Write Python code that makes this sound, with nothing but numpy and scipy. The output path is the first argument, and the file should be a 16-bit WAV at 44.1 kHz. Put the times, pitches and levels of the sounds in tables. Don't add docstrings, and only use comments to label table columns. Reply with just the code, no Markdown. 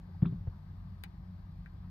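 import sys
import numpy as np
from scipy import signal
from scipy.io import wavfile
from scipy.ndimage import uniform_filter1d

SR = 44100
rng = np.random.default_rng(int(sys.argv[2]) if len(sys.argv) > 2 else 0)


def store_pcm(level_fs):
    pcm = np.round(np.clip(level_fs, -1, 1) * 32767).astype(np.int16)
    wavfile.write(sys.argv[1], SR, np.atleast_2d(pcm).T)


def level_to_linear(level):
    exponent = np.asarray(level, float) / 20
    return 10 ** exponent


N = 83790

# f/Hz, relative level/dB (per Hz)
RUMBLE = [(12, -42.5), (20, -6), (65, -6.5), (95, -10.5), (119, -14.5), (138, -12.5), (184, -8), (207, -24),
          (338, -33.5), (483, -43.5), (700, -37.5), (910, -37.5), (1540, -120)]
# f/Hz, level/dB (per Hz)
HISS = [(440, -34), (750, -4), (810, -2.5), (1280, -5.5), (1390, -15), (1520, -8), (2370, -18.5),
        (2880, -22), (4500, -18.5), (6960, -37), (7710, -34.5), (9710, -41), (12100, -29.5), (15000, -35),
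        (16000, -43.5)]
HISS_JOIN_DB, STEADY_DB = -34, -48.5
# f/Hz, likeness/0 to 1
LIKENESS = [(100, .995), (200, .93), (400, .55), (950, .3), (2400, .3), (6000, .5), (15000, .25)]
# f/Hz, phase/rad
LEFT_LEAD = [(300, 0), (1200, 1.7), (15000, 1.6)]
# f/Hz, left minus right/dB
LEFT_LEAN = [(60, 0.5), (180, 2.0), (550, 3.5), (1650, 10.5), (4970, 2.5), (15000, 4.5)]
PATCHY_DB, SWELL_DB = 1.0, 0.4

# f/Hz, width of each of two passes/Hz, rms level/dB
CABIN = [(44.69, 12, -55.5), (149.9, 4.5, -61.5), (224, 24, -79.5)]
# t/s, rms level of the low line/dB, rms level of the high line/dB
HUM = [(0, -55, -49.5), (.15, -47, -58.5), (.45, -49, -58), (0.55, -50, -105), (0.586, -59, -81),
       (0.67, -55.5, -53), (0.718, -46.5, -61), (1.076, -52, -56), (1.116, -58, -71), (1.154, -61, -59.5),
       (1.302, -48.5, -51.5), (1.38, -48.5, -58), (1.616, -54, -55), (1.722, -58, -62), (1.748, -46.5, -78),
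       (1.794, -47.5, -56), (1.872, -49, -50.5), (1.9, -45, -51.5)]
# f/Hz, f/Hz
HUM_HZ = (91, 180)
HUM_WANDER_HZ = 2.5
BASS_LEAN_DB, BASS_LAG_S = 1.15, 0.0001

# t/s, level/dB (peak before the top cut), f/Hz, width of each of two passes/Hz,
# rise/s, t60/s (time to die by 60 dB), left minus right/dB
SCUFFS = [(0.087, -58, 375, 176, 0.0013, .08, 1), (.144, -55.5, 800, 200, 0.0026, 0.12, 4),
          (0.2183, -42, 448, 900, .002, 0.15, 5), (0.243, -53, 1484, 1200, 0.0053, .04, -1.5),
          (0.2525, -41.5, 1133, 450, .002, 0.055, 3), (.256, -50, 2556, 400, .002, 0.019, -1),
          (0.2546, -54.5, 3500, 1000, .002, 0.14, 0.5), (0.317, -45.5, 318, 203, 0.0081, 0.048, -10),
          (0.471, -41.5, 372, 600, 0.00212, 0.077, -3), (0.499, -57, 1020, 393, 0.035, 0.36, 1.5),
          (1.81, -59, 1000, 466, 0.03, 0.2, 0)]
SCUFF_TOP_HZ, SCUFF_GRAIN_DB = 4200, 3

# t/s, level/dB, f/Hz, cycles until the swell is fullest
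THUMPS = [(0.2213, -12, 149.7, 1.2), (0.2456, -27.5, 110, 0.27), (0.2576, -23, 163.7, 1.1),
          (0.279, -31.5, 99.4, 1.9), (0.3128, -26.5, 147, 1.9), (0.332, -33.5, 173.3, 2.6),
          (0.407, -33, 110, 0.63), (.470, -24.5, 92.5, 0.73)]
# f/Hz, level against the thump/dB (before softening), t60/s
PANEL = [(110, -20, 0.19), (165.84, -14, 0.46), (273.4, -18, 0.13), (342, -19, 0.11), (386.4, -22.5, .25),
         (480, -77.5, .2), (590, -33, .15)]

# t/s, level/dB, dulling per octave away from the third case mode/dB, extra loss per bounce/dB
RELAY = [(1.0365, -36.5, 0.5, 2), (1.6597, -36.5, 21.5, 3.5)]
# f/Hz, level/dB (before dulling), t60/s
CASE = [(772, -6.5, 0.035), (1110, -9.5, 0.023), (1607, -6.5, 0.008), (1863, -9, 0.022), (2290, -3, 0.0069),
        (2950, -3, 0.026), (3750, -2.5, 0.003), (4640, -5, 0.0055), (6750, -19, 0.0052), (9200, -12.5, .01),
        (10700, -24, 0.0056), (11500, -20, 0.0058), (14000, -18.5, 0.0092)]
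# delay/s, level/dB (before the loss per bounce)
CHATTER = [(0, -3.5), (.0005, 1), (.0013, -5), (.0025, -5), (.0085, -16)]
CRACK_DB, CRACK_T60 = -6, 0.008
RELAY_LEAN_DB, RELAY_LAG_S, SHADOW_HZ = 4, 0.0006, 6870
# f/Hz, t60/s
ECHO = [(500, .12), (2000, .09), (6000, .055), (14000, .03)]
ECHO_DB = -7

LOW_CUT_HZ, TOP_HZ = 34, 16000


def evened(x):
    return x / np.sqrt(np.mean(x ** 2) + 1e-20)


def read(points, hz):
    f, value = np.transpose(points)
    return np.interp(np.log(hz + 1), np.log(f + 1), value)


def add(mix, s, sound):
    part = mix[..., round(s * SR):][..., :sound.shape[-1]]
    part += sound[..., :part.shape[-1]]


def resonate(x, hz, width):
    turn = np.exp(2j * np.pi * hz * np.arange(x.shape[-1]) / SR)
    r = np.exp(-np.pi * width / SR)
    return 2 * (turn * signal.lfilter([1 - r], [1, -r], x / turn)).real


def rings(modes, t, tilt_db=0):
    total = np.zeros(len(t))
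    for k, (hz, db, t60) in enumerate(modes):
        octaves = abs(np.log2(hz / modes[2][0]))
        total += (-1) ** k * level_to_linear(db - tilt_db * octaves - 60 * t / t60) * np.sin(2 * np.pi * hz * t)
    return total


def rumble_and_hiss():
    frames, hz = N // 512 + 5, np.fft.rfftfreq(2048, 1 / SR)
    a, b, c, d, patches = rng.standard_normal((frames, 1025, 5)).T
    patches = evened(uniform_filter1d(uniform_filter1d(patches, 16, 0), 6, 1))
    swell = evened(uniform_filter1d(rng.standard_normal(frames), 20))

    same = np.clip(read(LIKENESS, hz), -1, 1)[:, None]
    lead = read(LEFT_LEAD, hz)[:, None]
    lean = level_to_linear(read(LEFT_LEAN, hz) / 2)[:, None]
    left = a + 1j * b
    right = same * left * np.exp(-1j * lead) + np.sqrt(1 - same ** 2) * (c + 1j * d)
    ports = np.array([left * lean, right / lean])

    mid = np.sqrt((lean ** 2 + lean ** -2 + 2 * same * np.cos(lead)) / 4)
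    joined = RUMBLE[:-2] + [(f, db + HISS_JOIN_DB) for f, db in HISS[1:]]
    level = read(joined, hz)[:, None] + PATCHY_DB * patches + SWELL_DB * swell
    sound = signal.istft(ports * level_to_linear(level) / mid, nperseg=2048, noverlap=1536)[1][:, :N]
    return level_to_linear(STEADY_DB) * evened(sound)


def cabin_drone():
    out = np.zeros(N)
    for hz, width, db in CABIN:
        noise = rng.standard_normal(N + SR)
        ringing = resonate(resonate(noise, hz, width), hz, width)
        out += level_to_linear(db) * evened(ringing[SR:])
    s, *levels = np.transpose(HUM)
    for hz, db in zip(HUM_HZ, levels):
        wander = HUM_WANDER_HZ * evened(uniform_filter1d(rng.standard_normal(N), size=3000))
        level = np.sqrt(2) * level_to_linear(np.interp(np.arange(N) / SR, s, db))
        out += level * np.sin(2 * np.pi * np.cumsum(hz + wander) / SR)
    return out


def scuffs():
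    out, t = np.zeros((2, N)), np.arange(SR // 2) / SR
    for s, db, hz, width, rise, t60, lean_db in SCUFFS:
        noise = rng.standard_normal((2, len(t)))
        noise[1] = evened(noise[0] + noise[1])
        grain = evened(uniform_filter1d(rng.standard_normal(len(t)), size=60))
        noise *= level_to_linear(SCUFF_GRAIN_DB * grain)
        band = resonate(resonate(noise, hz, width), hz, width)
        puff = np.minimum(t / rise, 1) ** 2 * level_to_linear(-60 * np.maximum(t - rise, 0) / t60) * band
        puff /= abs(puff).max(1, keepdims=True)
        add(out, s, level_to_linear(db) * level_to_linear([[lean_db / 2], [-lean_db / 2]]) * puff)
    return signal.sosfilt(signal.butter(8, SCUFF_TOP_HZ, fs=SR, output="sos"), out)


def thumps():
    out, t = np.zeros(N), np.arange(SR // 2) / SR
    ring = -rings(PANEL, t)
    for s, db, hz, cycles in THUMPS:
        u = t * hz / cycles
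        blow = -(u * np.exp((1 - u ** 2) / 2)) ** 2 * np.sin(2 * np.pi * hz * t)
        push = np.hanning(max(round(SR / hz / 2), 3))
        panel = np.convolve(ring, push / push.sum())[:len(t)]
        add(out, s, level_to_linear(db) * (blow + panel))
    return out


def echo(x):
    taps = np.zeros((2, SR // 4))
    at = np.arange(40, SR // 4 - 20, 20) + rng.integers(0, 20, (2, (SR // 4 - 41) // 20))
    np.put_along_axis(taps, at, rng.choice([-1., 1.], at.shape), 1)
    hz, t, z = signal.stft(taps, SR, nperseg=128)
    fade = level_to_linear(-60 * t / read(ECHO, hz)[:, None])
    tail = signal.istft(z * fade, SR, nperseg=128)[1]
    return signal.fftconvolve(x[None], tail / np.linalg.norm(tail[0]), axes=1)[:, :N]


def relay():
    dry, t = np.zeros(N), np.arange(SR // 8) / SR
    for s, db, dull_db, loss_db in RELAY:
        for k, (delay, bounce_db) in enumerate(CHATTER):
            noise = np.diff(rng.standard_normal(len(t) + 1))
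            crack = level_to_linear(CRACK_DB - 2 * dull_db - 60 * t / CRACK_T60) * noise
            hit = rings(CASE, t, dull_db) + crack
            add(dry, s + delay, level_to_linear(db + bounce_db - k * loss_db) * hit)
    lean = level_to_linear([[RELAY_LEAN_DB / 2], [-RELAY_LEAN_DB / 2]])
    direct = np.array([dry, np.roll(dry, round(RELAY_LAG_S * SR))])
    left, right = lean * (direct + level_to_linear(ECHO_DB) * echo(dry))
    return np.array([left, signal.lfilter(*signal.butter(1, SHADOW_HZ, fs=SR), right)])


def scene():
    bass = cabin_drone() + thumps()
    bass = np.array([bass, np.roll(bass, -round(BASS_LAG_S * SR))])
    bass *= level_to_linear([[BASS_LEAN_DB / 2], [-BASS_LEAN_DB / 2]])
    return rumble_and_hiss() + bass + scuffs() + relay()


def band_limit(x):
    return signal.sosfilt(signal.butter(12, 16380, fs=SR, output="sos"), x)


def record(dry):
    cut = signal.sosfilt(signal.butter(4, LOW_CUT_HZ, "high", fs=SR, output="sos"), dry)
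    mix = signal.sosfilt(signal.butter(12, TOP_HZ, fs=SR, output="sos"), cut)
    return band_limit(mix)


dry = scene()
out = record(dry)
store_pcm(out)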